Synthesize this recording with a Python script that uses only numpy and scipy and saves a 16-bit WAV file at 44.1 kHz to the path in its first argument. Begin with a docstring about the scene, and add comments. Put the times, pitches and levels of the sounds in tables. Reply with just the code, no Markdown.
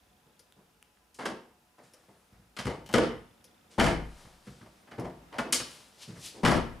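"""Key fob and car door in a garage

A hand presses a key fob, the door locks of a car clunk over, a handle is pulled and let go, the door is opened
and pushed shut twice. Blows are knocks plus dying rattles in seven registers, and they ring a resonant door shell.
Shoes shift and the door sweeps in as soft blows, a shoe squeaks as gliding tones, cloth brushes as grainy noise,
something small ticks through metal modes, a cricket chirps as gated narrow noise over soft hum and hiss.
A noise tail gives the garage."""
import sys
import numpy as np
from scipy import signal
from scipy.io import wavfile

SR = 44100
rng = np.random.default_rng(int(sys.argv[2]) if len(sys.argv) > 2 else 0)


def transcribe(signal):
    """Save signal, clipped to [-1, 1], as a 16-bit WAV file at the path in sys.argv[1]."""
    frames = np.atleast_2d(signal).T
    limited = np.clip(frames, -1, 1)
    pcm = np.round(limited * 32767).astype(np.int16)
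    wavfile.write(sys.argv[1], SR, pcm)


N = 299880   # length in samples

# pushes that shut the door: (t/s, strength/dB)
SHUT_PUSHES = [(3.78, -2.8), (6.432, -2)]


def amp(db):
    """dB to gain."""
    return 10 ** (np.asarray(db, float) / 20)


def rms_one(x):
    """Scale to rms 1."""
    return x / np.sqrt(np.mean(x ** 2) + 1e-20)


def at_hz(points, hz):
    """Read a table on a log-frequency axis."""
    table_hz, values = np.array(points).T
    return np.interp(np.log(hz), np.log(table_hz), values)


def band(x, low_hz, high_hz, order=2):
    """Butterworth band-pass."""
    edges_hz = [low_hz, min(high_hz, SR / 2.2)]
    return signal.sosfilt(signal.butter(order, edges_hz, "band", fs=SR, output="sos"), x)


def sides(pan_db):
    """Left and right gains for a left-minus-right level."""
    return amp(np.array([[pan_db / 2], [-pan_db / 2]]))


def stereo(mid, side, alike):
    """Blend a common and an opposed noise so that left and right are as alike as asked."""
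    return np.sqrt(1 + alike) * mid + np.sqrt(1 - alike) * side * [[1], [-1]]


def ring(x, hz, t60):
    """Damped oscillator: a unit click sets off a dying sine that starts at height 1."""
    r, w = amp(-60 / (t60 * SR)), 2 * np.pi * hz / SR
    return signal.lfilter([0, np.sin(w)], [1, -2 * r * np.cos(w), r * r], x + 1e-15)


def resonance(x, hz, width_hz):
    """Two-pole resonance with a gain of about 1 at its peak."""
    r = np.exp(-np.pi * width_hz / SR)
    zeros = np.array([1, 0, -1]) * (1 - r * r) / 2
    return signal.lfilter(zeros, [1, -2 * r * np.cos(2 * np.pi * hz / SR), r * r], x)


def clicks(rows):
    """Single sharp contacts, one sample each, from rows of (t/s, level/dB, left-right/dB)."""
    train = np.zeros((2, N))
    for s, level_db, pan_db in rows:
        train[:, round(s * SR)] = amp(level_db) * sides(pan_db)[:, 0]
    return train


def scratch(rows, t60):
    """Each contact drags on as a short dying noise."""
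    envelope = signal.lfilter([1], [1, -amp(-60 / (t60 * SR))], clicks(rows) + 1e-15)
    return envelope * rng.standard_normal(N)


def hump(hz, level_db, centre_hz, slopes_db):
    """Power of a broad peak that falls off to both sides."""
    octaves = np.log2(hz / centre_hz)
    return amp(level_db - max(-slopes_db[0] * octaves, slopes_db[1] * octaves)) ** 2


def rattle(rows, rough_db, knock_db):
    """Each event is a knock and a dying run of uneven contacts, weighted by how hard it drives each register."""
    # latch, thump, boom, panel, clack, crack, snap: (low/Hz, high/Hz, lean to the left/dB,
    # share that differs between the sides, first knock/dB before knock_db, speed of rise, speed of decay)
    registers = [(544, 995, -2, 0.25, -3, 0.71, 0.94), (47.7, 85, -2.5, 0.049, -2, 0.38, 0.62),
                 (108.8, 198.7, -2.5, 0.018, 0, 1.56, 1.3), (210.4, 499, -2, 0.11, -2, 0.69, 0.83),
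                 (1083, 2105, -2, 0.32, -17, 1.02, 1.076), (1950, 5360, -3, 0.2, 3, 1, 1.25),
                 (4500, 9680, -1.7, 0.05, 8, 3.2, 0.75)]
    thud_slopes_db, crack_slopes_db = (15, 11), (8, 8)   # loss below and above the centre, dB per octave
    uneven = amp(rough_db * np.minimum(rng.exponential(1, N), 4))
    clumps = rms_one(band(rng.standard_normal(N), 30.3, 280))   # contacts come in clusters a few ms apart
    # two sets of contacts, taken in turn down the list of registers
    contacts = rms_one(rng.standard_normal((2, 2, N)) * uneven * amp(1.24 * clumps))
    out = np.zeros((2, N))
    for k, (low_hz, high_hz, lean_db, apart, first_db, quick, brief) in enumerate(registers):
        hz = np.sqrt(low_hz * high_hz)
        force, knocks = np.full((2, N), 1e-9), np.zeros((2, N))
        for s, thud_db, thud_hz, crack_db, crack_hz, pan_db, t60_ms, rise_ms in rows:
            thud = hump(hz, thud_db, thud_hz, thud_slopes_db)
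            crack = hump(hz, crack_db, crack_hz, crack_slopes_db)
            level_db = 10 * np.log10(thud + crack)
            at = round(s * SR)
            ms = np.arange(min(N - at, SR // 2)) * 1000 / SR
            decay = amp(level_db - 60 * brief * ms / max(t60_ms, 4))
            rise = 1 - np.exp(-quick * ms / max(rise_ms, .1))
            gains = sides(pan_db + lean_db)
            force[:, at:at + len(ms)] += gains * decay * rise
            # a slow rise softens the first knock
            knocks[:, at] = gains[:, 0] * amp(level_db + first_db + knock_db) / np.sqrt(max(rise_ms, .1))
        mid, side = contacts[k % 2]
        share = np.sqrt(SR / 2 / (high_hz - low_hz))   # keeps the band at the force's level
        drive = force * (mid + apart * side * [[1], [-1]]) + share * knocks
        out += share * band(drive, low_hz, high_hz, order=3)
    return out


def background():
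    """Half-octave bands of stereo hiss with a swelling low murmur, plus hum lines of very narrow noise."""
    # hiss spectrum before overall scaling: (f/Hz, relative level/dB)
    hiss_spectrum = [(15, -37), (25, -21), (64, -2), (212, 3), (503, -4), (641, 0), (714, -3), (775, -3),
                     (988, -5), (1890, -8), (7510, -16.5), (9840, -17), (14800, -21.5), (16000, -33)]
    # hum lines: (f/Hz, rms level/dB)
    hum_lines = [(59.2, -79.5), (479.1, -86), (721.4, -79), (839.8, -82), (1007, -82)]
    # left-right likeness of the hiss: (f/Hz, likeness 0 to 1)
    likeness = [(60, 1), (240, 0.88), (950, 0.17), (3770, 0.28), (15000, 1)]
    # the low room murmur swells and sinks, less so towards the treble: (t/s, relative level/dB)
    murmur = [(0, -1.5), (1, -4.5), (2.2, -3), (3.5, 2.5), (4.5, 1), (5.3, 10.5), (5.9, 2.5), (6.8, 15.5)]
    hiss_db = -62.5   # rms
    hiss, edges = 0, 22 * 2 ** np.arange(0, 10, .5)
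    white = rng.standard_normal((2, 2, N))
    swell_db = np.interp(np.arange(N) / SR, *np.transpose(murmur))
    for k, (low, high) in enumerate(zip(edges, edges[1:])):
        mid, side = band(white[k % 2], low, high)
        hz = np.sqrt(low * high)
        level_db = at_hz(hiss_spectrum, hz) + swell_db / (1 + hz / 3000)
        hiss = hiss + amp(level_db) * stereo(mid, side, at_hz(likeness, hz))
    hum = sum(amp(level_db) * rms_one(resonance(white[1, 0], hz, 16.0)) for hz, level_db in hum_lines)
    return amp(hiss_db) * rms_one(hiss) + hum


def cricket():
    """Short bursts of a narrow band at a steady rate, in bouts that fade in and out."""
    # bouts of faint chirring: (start t/s, end t/s, level/dB)
    chirring = [(0, .5, -82), (2.9, 3.8, -78.5)]
    song_hz, chirps_per_s, first_chirp_s, fade_db_per_s = 3460, 29.9, 0.0346, 90
    t = np.arange(N) / SR
    gate = np.maximum(np.cos(2 * np.pi * chirps_per_s * (t - first_chirp_s)), 0) ** 4
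    bouts = 0
    for start, end, level_db in chirring:
        outside_s = np.maximum(np.maximum(start - t, t - end), 0)
        bouts = bouts + amp(level_db - fade_db_per_s * outside_s)
    return bouts * rms_one(resonance(gate * rng.standard_normal(N), song_hz, 260))


def soft_blows():
    """Footfalls, leanings and the door sweeping in before it shuts: soft blows with one place and one decay."""
    # (t/s, thud level/dB, thud f/Hz, crack level/dB, crack f/Hz, rise/ms before each register's speed)
    soft_events = [(0.018, -59.5, 60, -70, 2000, 15), (0.261, -57.5, 196, -67, 650, 5.8),
                   (0.565, -50.5, 206, -58, 700, 20), (1.782, -58, 280, -54.5, 950, 3.2),
                   (1.832, -59, 151, -61.5, 3000, 16), (2.083, -53, 237, -61, 754, 3.7),
                   (2.322, -47.5, 91, -64.5, 1370, 5.2), (2.368, -52, 128, -79, 706, 30),
                   (3.703, -49.5, 300, -49, 3000, 36), (4.244, -44, 89, -52, 900, 10),
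                   (6.076, -35, 165, -49, 2650, 14.5), (6.152, -48, 130, -54, 1480, 10),
                   (6.346, -33, 380, -48.5, 3240, 36)]
    pan_db, t60_ms = 2.7, 257   # decay before each register's speed
    rows = [(*row, pan_db, t60_ms, rise_ms) for *row, rise_ms in soft_events]
    return rattle(rows, rough_db=-1.5, knock_db=7.0)


def ticks():
    """A slow regular tick: a short scratch through small damped metal modes."""
    # contacts: (t/s, level/dB, left-right/dB)
    tick_hits = [(0.393, -52, 4), (1.936, -52, 2.5), (3.4421, -50, 1.5), (4.996, -48, 2)]
    # metal modes: (f/Hz, width/Hz, level/dB)
    metal_modes = [(500, 62, 16.5), (5200, 540, 6), (6700, 640, -15), (9100, 500, -9), (9600, 500, 7),
                   (11800, 530, -26)]
    rub = scratch(tick_hits, t60=0.086)
    metal = sum(amp(level_db) * resonance(rub, hz, width) for hz, width, level_db in metal_modes)
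    return metal + amp(-2.5) * band(rub, 1000, 8100)


def fob():
    """The button dome snaps inside a small plastic shell, heard as a band-passed click and three short rings."""
    # button snaps: (t/s, level/dB, left-right/dB, shell f/Hz, body level/dB, top level/dB)
    presses = [(0.5237, -46.5, -1, 3680, -23, -12), (0.827, -41.5, 3.0, 2880, -32, -6),
               (0.9727, -63.5, -7, 2870, 11, -24)]
    t60_s, body_hz, top_hz = 0.0042, 1700, 9500
    out = 0
    for s, level_db, pan_db, shell_hz, body_db, top_db in presses:
        snap = clicks([(s, level_db, pan_db)])
        out = out + ring(snap, shell_hz, t60_s) + amp(8.0) * band(snap, 920, 12000)
        out = out + amp(body_db) * ring(snap, body_hz, t60_s)
        out = out + amp(top_db) * ring(snap, top_hz, t60_s)
    return out


def all_blows():
    """Single blows and the two shuttings; the brighter the crack, the more sudden the blow."""
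    # blows on lock, handle and door, each a thud and a crack: (t/s, thud level/dB, thud f/Hz,
    # crack level/dB, crack f/Hz, left-right/dB, rattle t60/ms before each register's speed)
    single_blows = [(1.144, -67, 250, -53.5, 6500, 4, 174), (1.187, -38.5, 394, -35.5, 960, 3, 445),
                    (1.216, -42, 260, -50, 1510, -1, 130), (1.255, -28.5, 304, -25.5, 1840, 2.5, 95),
                    (1.3, -31.5, 260, -40, 1100, 2.5, 120), (2.566, -50, 328, -31.5, 2040, 6.5, 69),
                    (2.587, -32.5, 202, -30, 2040, 2, 170), (2.652, -25.5, 130, -34.5, 2000, 3.5, 80),
                    (2.667, -25, 410, -33.5, 1720, 5.5, 140), (2.698, -39, 250, -38.5, 920, 1.5, 320),
                    (2.89, -39.5, 165, -39.5, 795, 2, 210), (2.939, -5, 251, -11, 1730, 6, 115),
                    (2.981, -5, 366, -12, 1100, -2.5, 49), (3.031, -47, 121, -34, 1010, -1, 200),
                    (4.468, -39.5, 180, -53, 1680, 2.5, 230), (4.609, -45.5, 176, -53.5, 1730, 2.5, 190),
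                    (4.661, -56, 200, -42.5, 715, 2, 52), (4.872, -53, 248, -49, 1030, 2, 130),
                    (4.911, -46, 197, -45, 1140, 2, 310), (4.98, -25, 189, -37.5, 690, 3.5, 283),
                    (5.045, -41, 300, -36.5, 725, 4, 135), (5.098, -54, 300, -49, 1200, -2, 54),
                    (5.323, -53, 194, -40.5, 826, 2.5, 670), (5.384, -23.5, 388, -21, 1220, 2.5, 101),
                    (5.449, -36.5, 230, -51, 1100, 1, 320), (5.525, -32.5, 332, -13.5, 5530, 3.5, 116),
                    (5.599, -38.5, 194, -31.5, 1790, 2, 91)]
    # every shutting runs the same way, seal, latch, then rebounds: (delay/s, thud level/dB re strength,
    # thud f/Hz, crack level/dB re strength, crack f/Hz, left-right/dB, rattle t60/ms as above)
    shut_sequence = [(0, -12, 192, -18.5, 733, 6, 303), (.017, -23, 79, -10.5, 1790, 3.4, 163),
                     (0.052, -16, 167, -15, 1130, 1, 92), (.079, -21, 230, -20, 1100, 2, 165),
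                     (0.128, -19, 215, -30, 1300, 2, 113)]
    rise_at_1_khz_ms, rise_power, fastest_rise_ms = 4.13, 0.84, 2.2   # before each register's speed
    blows = list(single_blows)
    for s, shut_db in SHUT_PUSHES:
        for late, thud_db, thud_hz, crack_db, *rest in shut_sequence:
            blows.append((s + late, thud_db + shut_db, thud_hz, crack_db + shut_db, *rest))
    rows = []
    for row in blows:
        crack_hz = row[4]
        rise_ms = max(rise_at_1_khz_ms * (1000 / crack_hz) ** rise_power, fastest_rise_ms)
        rows.append((*row, rise_ms))
    return rows


def door():
    """Blows, bounces and handle slips ring the door shell; shutting it also pumps the cabin air."""
    # the door skin bounces on its rubber seal: (t/s, level/dB)
    seal_bounces = [(3.825, -15), (3.839, -14), (3.856, -36), (6.487, -12), (6.51, -20), (6.521, -20),
                    (6.559, -20), (6.572, -28)]
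    # the handle pivot creaks in small slips: (t/s, level/dB)
    handle_slips = [(2.861, -41.5), (2.875, -50), (2.889, -41), (2.912, -44), (2.928, -33.5)]
    # door shell resonances: (f/Hz, width/Hz, level/dB)
    shell_modes = [(56.5, 15, 1), (155.3, 10.8, 4), (237.2, 27, -2.5), (350, 17, -22), (500, 17, -8.5),
                   (679, 14.4, 5.5), (919, 4.2, -8), (1158, 14, 2.5), (1242, 78, -11), (1860, 160, -11),
                   (3010, 300, -1), (5340, 34, 3), (10500, 1100, -7.5)]
    low_hz, high_hz = 114, 430   # band of the bounces
    cabin_hz, cabin_t60_s, cabin_db = 22.4, 1, -31
    bounces = band(clicks([(*row, 14) for row in seal_bounces]), low_hz, high_hz)
    bounces *= SR / (2 * (high_hz - low_hz))   # makes up for what the narrow band takes from a click
    creak = band(scratch([(*row, 3.5) for row in handle_slips], t60=0.066), 600, 6900)
    blows = rattle(all_blows(), rough_db=3.5, knock_db=4.0) + creak + bounces
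    shell = 0
    for k, (hz, width, level_db) in enumerate(shell_modes):
        shell = shell + (-1) ** k * amp(level_db) * resonance(blows, hz, width)   # signs alternate
    push = np.zeros(N)
    push[[round(s * SR) for s, _ in SHUT_PUSHES]] = amp(cabin_db)   # both pushes pump equally
    soft_push = signal.lfilter([.004], [1, -.996], push)
    cabin = ring(soft_push, cabin_hz, cabin_t60_s)
    return amp(-2.0) * blows + amp(3.0) * band(blows, 12400, 19200) + shell + cabin * sides(2.4)


def brush():
    """Cloth and skin brush past: grainy friction noise, brighter or darker by the stroke, over a duller drag."""
    # strokes: (peak t/s, level/dB, brightness f/Hz, drag level/dB, rise over 20 dB/s, fall over 20 dB/s)
    strokes = [(1.5, -81, 3600, -76, 0.033, 0.081), (1.846, -66, 5100, -72, 0.049, 0.12),
               (1.94, -71, 5100, -67.5, 0.049, 0.56), (2.174, -79, 4260, -90, 0.37, 0.89),
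               (4.21, -58, 4360, -61.5, 0.37, 0.4), (4.468, -61, 4100, -69, 0.042, 0.33),
               (4.8, -74, 3900, -76, .5, 0.085), (5.718, -51, 4050, -59.5, 0.16, 0.33),
               (6.028, -44, 3770, -59, 0.045, 0.065), (6.262, -39, 4580, -60, 0.087, 0.084)]
    t, out = np.arange(N) / SR, np.zeros(N)
    noise = rng.standard_normal((2, N)) * amp(2.35 * np.minimum(rng.exponential(1, N), 4))
    low = rms_one(band(noise[0], 2230, 5740))
    bright = rms_one(band(noise[1], 3700, 10700, order=3))
    drag = rms_one(band(noise[1], 257, 1600))
    for s, level_db, hz, drag_db, rise_s, fall_s in strokes:
        mix = np.clip(np.log2(hz / 2600) / 1.43, 0, 1)   # 0 is all low, 1 is all bright
        stroke = amp(-20 * np.maximum((s - t) / rise_s, (t - s) / fall_s))
        friction = (1 - mix) * low + mix * bright
        out += stroke * (amp(level_db) * friction + amp(drag_db) * drag)
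    return out * sides(2.3)


def squeaks():
    """A shoe squeaks: a thin tone whose pitch and level arch up and down."""
    # (start t/s, length/s, top f/Hz, fall at the ends/Hz, peak level/dB)
    shoe_squeaks = [(2.15, .12, 9900, 600, -78), (4.79, 0.047, 9600, 376, -72)]
    out = np.zeros(N)
    for s, length, top_hz, fall_hz, level_db in shoe_squeaks:
        u = np.linspace(-1, 1, round(length * SR))
        tone = np.sin(2 * np.pi * np.cumsum(top_hz - fall_hz * u ** 2) / SR)
        at = round(s * SR)
        out[at:at + len(u)] = amp(level_db) * np.sqrt(1 - u ** 2) * tone
    return out


def garage(x):
    """A dense tail of reflections that dies band by band, partly its own on each side."""
    # reverberation bands: (f/Hz, t60/s, level/dB, left-right likeness 0 to 1)
    tail_bands = [(48, .7, -7, 1), (124.5, 0.5, -6.5, 1), (313, 0.4, -6, 1), (744, 0.45, -8, 0.7),
                  (1710, 0.48, -9.5, 0.62), (3160, 0.41, -7, 0.73), (6000, 0.32, -11.5, 0.41),
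                  (12800, 0.87, -20.5, 1)]
    t = np.arange(SR) / SR
    white, tail = rng.standard_normal((2, 2, SR)), 0
    for k, (hz, t60, level_db, alike) in enumerate(tail_bands):
        mid, side = band(white[k % 2], hz / 1.28, hz * 1.78) * amp(-60 * t / t60)
        # a longer tail is scaled down to hold its energy
        tail = tail + amp(level_db) * stereo(mid, side, alike) / np.sqrt(t60 * SR / 14)
    tail = tail * np.clip((t - .003) / 0.015, 0, 1)   # the first walls answer after a few ms
    return signal.fftconvolve(x, tail, axes=1)[:, :N]


def scene():
    """Near sources with the garage around them, over the background; fob and tick send a touch less to it."""
    near = soft_blows() + door() + brush()
    hand = ticks() + fob()
    return near + hand + garage(near + amp(-0.5) * hand) + cricket() + squeaks() + background()


def record(dry):
    """A compressor turns loud blows down and lets go again, peaks that slip past are rounded, the top is cut."""
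    threshold_db, ratio = -15, 0.57   # ratio: dB of cut per dB over the threshold
    release_db_per_s, attack_s = 323, 0.00022
    ceiling, cutoff_hz = .55, 16600
    ramp = release_db_per_s * np.arange(N) / SR
    level_db = 20 * np.log10(np.abs(dry).max(axis=0) + 1e-9)   # louder side steers both
    held_db = np.maximum.accumulate(level_db + ramp) - ramp   # jumps up, sinks at the release rate
    over_db = np.maximum(held_db - threshold_db, 0)
    r = np.exp(-1 / (attack_s * SR))
    cut_db = signal.lfilter([1 - r], [1, -r], ratio * over_db)
    rounded = ceiling * np.tanh(dry * amp(-cut_db) / ceiling)
    return signal.sosfilt(signal.cheby2(12, 70, cutoff_hz, fs=SR, output="sos"), rounded)


dry = scene()
out = record(dry)
transcribe(out)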